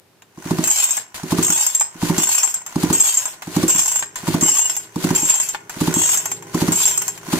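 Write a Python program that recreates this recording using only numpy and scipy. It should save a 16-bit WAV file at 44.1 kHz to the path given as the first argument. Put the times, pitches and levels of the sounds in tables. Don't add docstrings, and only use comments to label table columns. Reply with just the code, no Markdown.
import sys
import numpy as np
from scipy import signal
from scipy.fft import rfft, irfft, next_fast_len
from scipy.io import wavfile
from scipy.ndimage import uniform_filter1d, map_coordinates

SR = 44100
rng = np.random.default_rng(int(sys.argv[2]) if len(sys.argv) > 2 else 0)


def wav_out(sig):
    wavfile.write(sys.argv[1], SR, np.round(np.clip(np.atleast_2d(sig).T, -1, 1) * 32767).astype(np.int16))


N = 325899

# time in seconds, relative level in dB.
COMPRESSIONS = [(0.373, -25), (0.453, -17), (0.507, -4.5), (0.584, -6), (0.658, -26), (1.231, -13.5),
                (1.319, -3), (1.382, -3.5), (1.492, -16), (1.949, -28.5), (2.025, -6), (2.096, -4),
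                (2.177, -10), (2.756, -6), (2.831, -4), (2.9, -5), (3.47, -17.5), (3.562, -3), (3.629, -5),
                (3.746, -18.5), (4.229, -21), (4.277, -5), (4.34, -4), (4.42, -7.5), (4.957, -9),
                (5.04, -4.5), (5.103, -4.5), (5.222, -16.5), (5.762, -21), (5.809, -5), (5.874, -4),
                (5.961, -8.5), (6.543, -5), (6.616, -4.5), (6.68, -4.5), (7.278, -20.5), (7.329, -3)]
# time of reaching full speed in seconds, rasp level in dB.
PULLS = [(0.48, -35), (1.31, -31.5), (2.048, -31.5), (2.8, -32.5), (3.55, -31.5), (4.28, -33),
         (5.038, -31.5), (5.82, -31), (6.578, -31), (7.33, -29)]
# start in seconds, hiss level in dB.
TUGS = [(1.144, -32.5), (2.665, -40.5), (3.42, -38.5), (4.157, -34), (5.695, -35.5)]
# start in seconds, time at full speed in seconds, relative whir level in dB,
# fade in dB per second, time until the handle is home in seconds.
REWINDS = [(0.639, 0.25, -21, 196, 0.36), (1.427, 0.2, -18, 173, 0.42), (2.181, 0.32, -19.5, 200, 0.39),
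           (2.928, 0.18, -19.5, 127, 0.41), (3.68, 0.28, -17.5, 232, 0.35), (4.41, 0.22, -16.5, 194, 0.43),
           (5.15, 0.23, -19.5, 200, 0.39), (5.94, 0.18, -19, 146, 0.43), (6.72, 0.2, -20, 162, 0.44)]
# time in seconds, then relative levels of
# snap, cup ring and casing clack in dB.
CLICKS = [(0.2212, -37, -56, -44), (0.6734, -10, -16, -30), (0.6999, -24, -11, -49),
          (0.8398, -9, -13.5, -45), (0.9071, -14, -12.5, -37), (0.968, -12.5, -18.5, -34),
          (0.9767, -24, -26, -27.5), (1.5021, -6, -17, -27), (1.6652, -7, -12.5, -54),
          (1.7486, -12, -11, -39), (1.7974, -15.5, -14, -44), (1.8094, -11.5, -13.5, -20.5),
          (2.4318, -10.5, -12.5, -24.5), (2.4748, -21, -25, -29.5), (2.5414, -16, -16, -34),
          (2.6637, -19.5, -28.5, -34.5), (3.0047, -34, -8, -51), (3.1416, -18, -16, -39),
          (3.171, -15, -10.5, -35), (3.2554, -16, -18.5, -28.5), (3.4213, -26, -38.5, -30),
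          (3.9925, -16, -17.5, -38), (4.0246, -37, -25, -23.5), (4.157, -20.5, -27, -29),
          (4.697, -16, -16.5, -54), (4.7662, -9.5, -19.5, -34), (5.2956, -14, -9.5, -37),
          (5.3994, -21, -12, -38), (5.488, -12.5, -19, -35.5), (5.5471, -37, -40, -21),
          (5.696, -22, -33.5, -30), (6.143, -8, -20, -27), (6.1732, -9, -15, -34), (6.2561, -11, -22, -26),
          (6.3159, -14.5, -20, -27), (6.424, -29, -41, -36), (6.549, -22, -39, -30.5),
          (6.755, -17, -16.5, -41), (6.8537, -17, -12.5, -35), (6.9756, -11, -13, -31),
          (7.0191, -11, -25, -28.5), (7.0799, -9.5, -20, -29), (7.1766, -25.5, -43, -36.5)]

# frequency in Hz, relative level in dB, t60 in seconds.
ENGINE_MODES = [(77, -35, .12), (104, -10.5, 0.091), (167.9, 1, 0.15), (198.4, -6, 0.12),
                (253.4, -0.5, 0.1), (309.4, 1, 0.17), (366.6, -6.5, 0.29), (443, -24, 0.35),
                (484, -32, 0.085), (592.6, -22, 0.24)]
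CUP_MODES = [(5150, -22.5, 0.25), (5170, -33, .14), (5430, -27, 0.32), (6170, -41, 0.1), (6685, -5, 0.14),
             (6800, -13, 0.053), (6580, -4.5, 0.087), (7445, -0.5, 0.11), (7498, 7, 0.1), (7610, 0, 0.22),
             (7800, -7, 0.027), (8630, -10.5, 0.036), (11800, -44, 0.11)]

# frequency in Hz, relative density in dB.
KNOCK_SPECTRUM = [(300, -31), (600, -16.5), (880, 7), (1150, 2), (1600, -30), (3000, -20), (7000, -12.5),
                  (15000, -23.5)]
GULP_SPECTRUM = [(30, -50), (70, -3), (130, 1.5), (330, 2), (480, -3.5), (700, -10.5), (1500, -20),
                 (4000, -62)]
RASP_SPECTRUM = [(1470, 3), (2500, 3), (2810, 3.5), (4580, 5.5), (5480, 0.5), (7020, 5), (8530, 1.5),
                 (12900, -1.5), (15200, -3), (15600, -28), (16000, -29)]
REWIND_HISS_SPECTRUM = [(1500, -14), (2500, 3), (3100, 4), (4000, -3.5), (5000, 1), (6800, 7.5), (8300, 5),
                        (9500, -8.5), (10800, 2), (13000, -2), (14200, -1), (15200, -1), (16000, -28)]
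RATTLE_SPECTRUM = [(100, -18.5), (300, -8), (500, -10), (700, 3), (900, 3.5), (1150, -1), (1400, 2.5),
                   (2000, 0.5), (3100, -7), (4000, -33), (6000, -0.5), (12000, -18)]
SNAP_SPECTRUM = [(1000, -23), (3000, -8.5), (4300, -25), (5500, 2), (6700, 11.5), (8200, -9), (9700, -1.5),
                 (12000, 2), (15500, -5.5)]
CLACK_SPECTRUM = [(200, -22), (550, -8.5), (850, 13), (1200, 6), (1650, 6), (2400, 2), (4000, -4),
                  (10000, -22)]
AIR_SPECTRUM = [(15, -67), (25, -43), (64, -36), (87, -9), (277, -14.5), (394, -9), (463, -16),
                (7310, -29.5), (14800, -32), (16000, -47)]
DRONE_SPECTRUM = [(40, -30), (130, -5), (250, -4.5), (420, 0.5), (600, -14), (3000, -58)]

# frequency in Hz, relative level in dB.
HUM_TONES = [(112, -5.5), (151, -7), (172, -6), (335, -6.5), (399, -1), (813, -9)]
# time in seconds, level in dB.
HUM_LEVELS = [(0, -86), (4.2, -53.5), (5.4, -55), (6.0, -49), (6.4, -43), (7.39, -47.5)]
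# frequency in Hz, left-right correlation.
CORRELATION = [(100, 0.91), (350, 0.64), (700, 0.84), (1400, 0.39), (2800, 0.21), (7000, 0.00014),
               (14000, 0.11)]
# frequency in Hz, t60 in seconds.
ROOM_DECAY = [(150, 0.12), (1000, 0.58), (6000, 0.27), (15000, 0.19)]


def piston(crest_s=0.00875, swell_s=0.0048, lag_s_per_oct=0.00432, boom_db=-13, knock_db=-12, gulp_db=-22):
    out, t = np.zeros((2, N)), np.arange(SR // 3) / SR - crest_s
    for s, db in COMPRESSIONS:
        boom = 0
        for hz, mode_db, t60_s in ENGINE_MODES:
            octaves = np.log2(hz / 200)
            age_s = t - lag_s_per_oct * octaves
            swell = np.exp(-(np.minimum(age_s, 0) / swell_s) ** 2 / 2)
            decay = amp(-60 * np.maximum(age_s, 0) / t60_s)
            lag_cycles = lag_s_per_oct * (hz * octaves - (hz - 200) / np.log(2))
            cycles = hz * rng.normal(1, 0.017) * t - lag_cycles
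            boom += amp(mode_db + rng.normal(0, 1.26)) * swell * decay * np.cos(2 * np.pi * cycles)
        add(out, s, amp(db + boom_db) * boom * pan(left_db=-0.8))
        add(out, s + 0.0018, amp(db + knock_db) * burst(KNOCK_SPECTRUM, t60_s=0.03))
        add(out, s + 0.00411, amp(db + gulp_db) * burst(GULP_SPECTRUM, t60_s=0.41))
    return out


def cord(knocks):
    hiss_gain, rattle_gain = cord_gains()
    fibres = contacts(rate_hz=290, scatter=0.37, spread_db=2.5)
    hiss = coloured(chatter(fibres, t60_s=0.024, rubbing=0.87), RASP_SPECTRUM, ripple_db=0.53)
    scrapes = chatter(knocks, t60_s=0.13, rubbing=0.75)
    for s, *_, home_s in REWINDS:
        span = np.arange(int(s * SR), min(int((s + home_s) * SR), N))
        blend = signal.windows.tukey(len(span), 0.06)
        rewind_hiss = shimmer(scrapes[span], REWIND_HISS_SPECTRUM, ripple_db=6.1)
        hiss[:, span] = np.sqrt(1 - blend) * hiss[:, span] + np.sqrt(blend) * rewind_hiss
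    rattle = coloured(chatter(knocks, t60_s=0.04, rubbing=0.81), RATTLE_SPECTRUM, ripple_db=3.03)
    return hiss_gain * hiss * pan(left_db=0.7) + rattle_gain * rattle


def cord_gains(rise_db_per_s=205, release_db_per_s=502, tug_fade_db_per_s=203, stop_db_per_s=337,
               strain_db=3.5, strain_s=0.044, rewind_db=-24, rewind_peak_s=0.15, rewind_width_s=0.097,
               rattle_db_per_db=0.86, idle_db=-53, waver_db=2):
    t = np.arange(N) / SR
    since = lambda s: np.maximum(t - s, 0)
    tugs = sum((t >= s) * amp(db - tug_fade_db_per_s * since(s)) for s, db in TUGS)
    releases_s = [s for s, *_ in REWINDS] + [N / SR]
    pulls = sum(amp(db - rise_db_per_s * np.maximum(s - t, 0) - release_db_per_s * since(release_s))
                for (s, db), release_s in zip(PULLS, releases_s))
    strain = np.ones(N)
    for s, db in COMPRESSIONS:
        add(strain, s - strain_s / 2, amp(db + strain_db) * np.hanning(round(strain_s * SR)))
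    returns = np.zeros(N)
    for s, *_, home_s in REWINDS:
        bell = np.exp(-((t - s - rewind_peak_s) / rewind_width_s) ** 2 / 4)
        returns += (t >= s) * bell * amp(rewind_db - stop_db_per_s * since(s + home_s))
    hiss = tugs + pulls * strain + returns
    rattle = sum(amp(db) * gain ** rattle_db_per_db
                 for gain, db in [(pulls, -8), (tugs, -13), (returns, -14)])
    rattle += amp(idle_db) * (t > COMPRESSIONS[0][0])
    return [gain * amp(waver_db * wobble(rate_hz=25)) for gain in (hiss, rattle)]


def pulley_knocks(full_rate_hz=55, coast_after_s=0.13, coast_tau_s=0.17, scatter=0.2, spread_db=3):
    t, rate_hz = np.arange(N) / SR, np.full(N, float(full_rate_hz))
    for s, *_, home_s in REWINDS:
        coasting = (t > s + coast_after_s) & (t < s + home_s)
        rate_hz[coasting] *= np.exp(-(t[coasting] - s - coast_after_s) / coast_tau_s)
    count = np.cumsum(rate_hz) / SR
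    jitter, strength = rng.standard_normal((int(count[-1]), 2)).T
    at = np.searchsorted(count, np.arange(len(jitter)) + scatter * jitter)
    return np.bincount(np.minimum(at, N - 1), amp(spread_db * np.clip(strength, -2, 2)), N)


def pawl_whir(knocks, whir_db=1.15, tick_db=-17, tock_db=-20, graze_gain=0.43):
    out, t = np.zeros((2, N)), np.arange(SR // 2) / SR
    taps = knocks + graze_gain * contacts(rate_hz=140, scatter=0.43, spread_db=1.5)
    touching = pawl_contact()
    ticks, tocks = chatter(taps, t60_s=0.011), chatter(knocks, t60_s=0.025)
    for s, hold_s, db, fade_db_per_s, _ in REWINDS:
        span = round(s * SR) + np.arange(len(t))
        force = touching[span] * amp(db - fade_db_per_s * np.maximum(t - hold_s, 0))
        whir = signal.fftconvolve((force * taps[span])[None], cup_ring(), axes=1)
        whir *= np.linalg.norm(force) / np.linalg.norm(whir, axis=1, keepdims=True)
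        add(out, s, amp(whir_db) * whir)
        add(out, s, amp(tick_db) * force * shimmer(ticks[span], SNAP_SPECTRUM, ripple_db=4.8))
        add(out, s, amp(tock_db) * force * shimmer(tocks[span], KNOCK_SPECTRUM, ripple_db=6.5))
    return out * pan(left_db=0.7)


def pawl_contact(flight_s=0.0204, lift_db=-7):
    t, gain = np.arange(N) / SR, np.ones(N)
    for s, *_ in CLICKS:
        gain[(t > s - flight_s) & (t < s)] = amp(lift_db)
    return uniform_filter1d(gain, SR // 500)


def cup_ring(detune=0.0017, vary_db=2, attack_s=0.00075):
    t = np.arange(SR // 3) / SR
    ring = np.zeros((2, len(t)))
    for hz, db, t60_s in CUP_MODES:
        cycles = hz * (1 + detune * rng.normal()) * t + rng.random((2, 1))
        ring += amp(db + rng.normal(0, vary_db) - 60 * t / t60_s) * np.sin(2 * np.pi * cycles)
    ring *= 1 - np.exp(-t / attack_s)
    onset_rms = np.sqrt(np.mean(ring[:, :SR // 100] ** 2, axis=1, keepdims=True))
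    return ring / onset_rms


def clicks(snap_gain_db=-8, clack_gain_db=3):
    out = np.zeros((2, N))
    drops = [(s, -14, -18, -56) for s, *_ in REWINDS]
    for s, snap_db, ring_db, clack_db in CLICKS + drops + hard_skips():
        add(out, s, amp(snap_db + snap_gain_db) * burst(SNAP_SPECTRUM, t60_s=0.051))
        add(out, s, amp(ring_db) * cup_ring())
        add(out, s, amp(clack_db + clack_gain_db) * burst(CLACK_SPECTRUM, t60_s=0.061))
    return out * pan(left_db=0.5)


def hard_skips(count=3, mean_db=(-14, -19, -31), vary_db=2):
    rows = []
    for s, hold_s, *_ in REWINDS:
        times_s = s + hold_s * (np.arange(count) + rng.random(count)) / count
        levels_db = rng.normal(mean_db, vary_db, (count, 3))
        rows += [(at_s, *db) for at_s, db in zip(times_s, levels_db)]
    return rows


def cracks(click_gain_db=-6, drop_db=-15):
    out = np.zeros((2, N))
    catches = [(s, snap_db + click_gain_db) for s, snap_db, *_ in CLICKS]
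    drops = [(s, drop_db) for s, *_ in REWINDS]
    for s, db in catches + drops:
        add(out, s, amp(db) * burst(SNAP_SPECTRUM, t60_s=0.013))
    return out


def workshop(x):
    hz, t, noise = signal.stft(rng.standard_normal((2, SR // 2)), SR, nperseg=256)
    decay = amp(-60 * t / along(ROOM_DECAY, hz)[:, None])
    _, tail = signal.istft(noise * decay, SR, nperseg=256)
    tail = np.pad(tail, ((0, 0), (SR // 200, 0)))
    return signal.fftconvolve(x, tail / np.linalg.norm(tail[0]), axes=1)[:, :N]


def distant_machine(drone_db=-2, waver_rad=1.44):
    t = np.arange(N) / SR
    tones = sum(amp(db) * np.sin(2 * np.pi * hz * t + waver_rad * wobble(rate_hz=12))
                for hz, db in HUM_TONES)
    drone = coloured(np.ones(N), DRONE_SPECTRUM)
    level_db = np.interp(t, *np.transpose(HUM_LEVELS))
    return amp(level_db) * (unit(tones) + amp(drone_db) * drone)


def room_air(level_db=-56):
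    return amp(level_db) * coloured(np.ones(N), AIR_SPECTRUM)


def contacts(rate_hz, scatter, spread_db):
    k = np.arange(int(N / SR * rate_hz))
    jitter, strength = rng.standard_normal((len(k), 2)).T
    at = np.clip((k + scatter * jitter) / rate_hz * SR, 0, N - 1).astype(int)
    return np.bincount(at, amp(spread_db * np.clip(strength, -2, 2)), N)


def chatter(hits, t60_s, rubbing=0):
    power_decay = amp(-120 * np.arange(SR // 10) / SR / t60_s)
    power = np.abs(signal.fftconvolve(hits ** 2, power_decay)[:N])
    return np.sqrt(power / power.mean() + rubbing)


def burst(spectrum, t60_s):
    fade = amp(-60 * np.arange(SR // 8) / SR / t60_s)
    return coloured(fade, spectrum, ripple_db=4.7) * rms(fade)


def shimmer(envelope, spectrum, ripple_db, hop_s=0.06):
    hop = round(hop_s * SR)
    padded = np.pad(envelope, (hop, 2 * hop))
    out = np.zeros((2, len(padded)))
    for start in range(0, len(envelope) + hop, hop):
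        piece = padded[start:start + 2 * hop] * signal.windows.cosine(2 * hop)
        add(out, start / SR, rms(piece) * coloured(piece, spectrum, ripple_db))
    return unit(out[:, hop:hop + len(envelope)])


def coloured(envelope, spectrum, ripple_db=0):
    def response(hz):
        ripple = map_coordinates(rng.standard_normal(260), [hz / hz[-1] * 259])
        width_rad = np.arccos(np.clip(along(CORRELATION, hz), -1, 1)) / 2
        return amp(along(spectrum, hz) + ripple_db * ripple) * [np.cos(width_rad), np.sin(width_rad)]

    mid, side = filtered(envelope * rng.standard_normal((2, len(envelope))), response)
    return unit(np.array([mid + side, mid - side]))


def filtered(x, response):
    n = x.shape[-1]
    size = next_fast_len(n + SR // 8)
    return irfft(rfft(x, size) * response(np.fft.rfftfreq(size, 1 / SR)), size)[..., :n]


def wobble(rate_hz):
    knots = rng.standard_normal(int(N * rate_hz / SR) + 4)
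    return map_coordinates(knots, [np.arange(N) * rate_hz / SR])


def along(table, hz):
    table_hz, values = np.transpose(table)
    return np.interp(np.log(hz + 1), np.log(table_hz + 1), values)


def add(track, start_s, sound):
    start = max(round(start_s * SR), 0)
    target = track[..., start:start + sound.shape[-1]]
    target += sound[..., :target.shape[-1]]


def pan(left_db):
    return amp([[left_db], [-left_db]])


def amp(db):
    return 10 ** (np.asarray(db) / 20)


def rms(x):
    return np.sqrt(np.mean(x ** 2) + 1e-20)


def unit(x):
    return x / rms(x)


def scene(room_db=-15):
    knocks = pulley_knocks()
    saw = piston() + cord(knocks) + pawl_whir(knocks) + clicks() + cracks()
    saw[0] = np.roll(saw[0], 4)
    return saw + amp(room_db) * workshop(saw) + distant_machine() + room_air()


def record(dry, ceiling=0.9, cutoff_hz=15700):
    rounded = dry / (1 + np.abs(dry / ceiling) ** 6) ** (1 / 6)
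    return filtered(rounded, lambda hz: 1 / np.sqrt(1 + (hz / cutoff_hz) ** 160))


dry = scene()
out = record(dry)
wav_out(out)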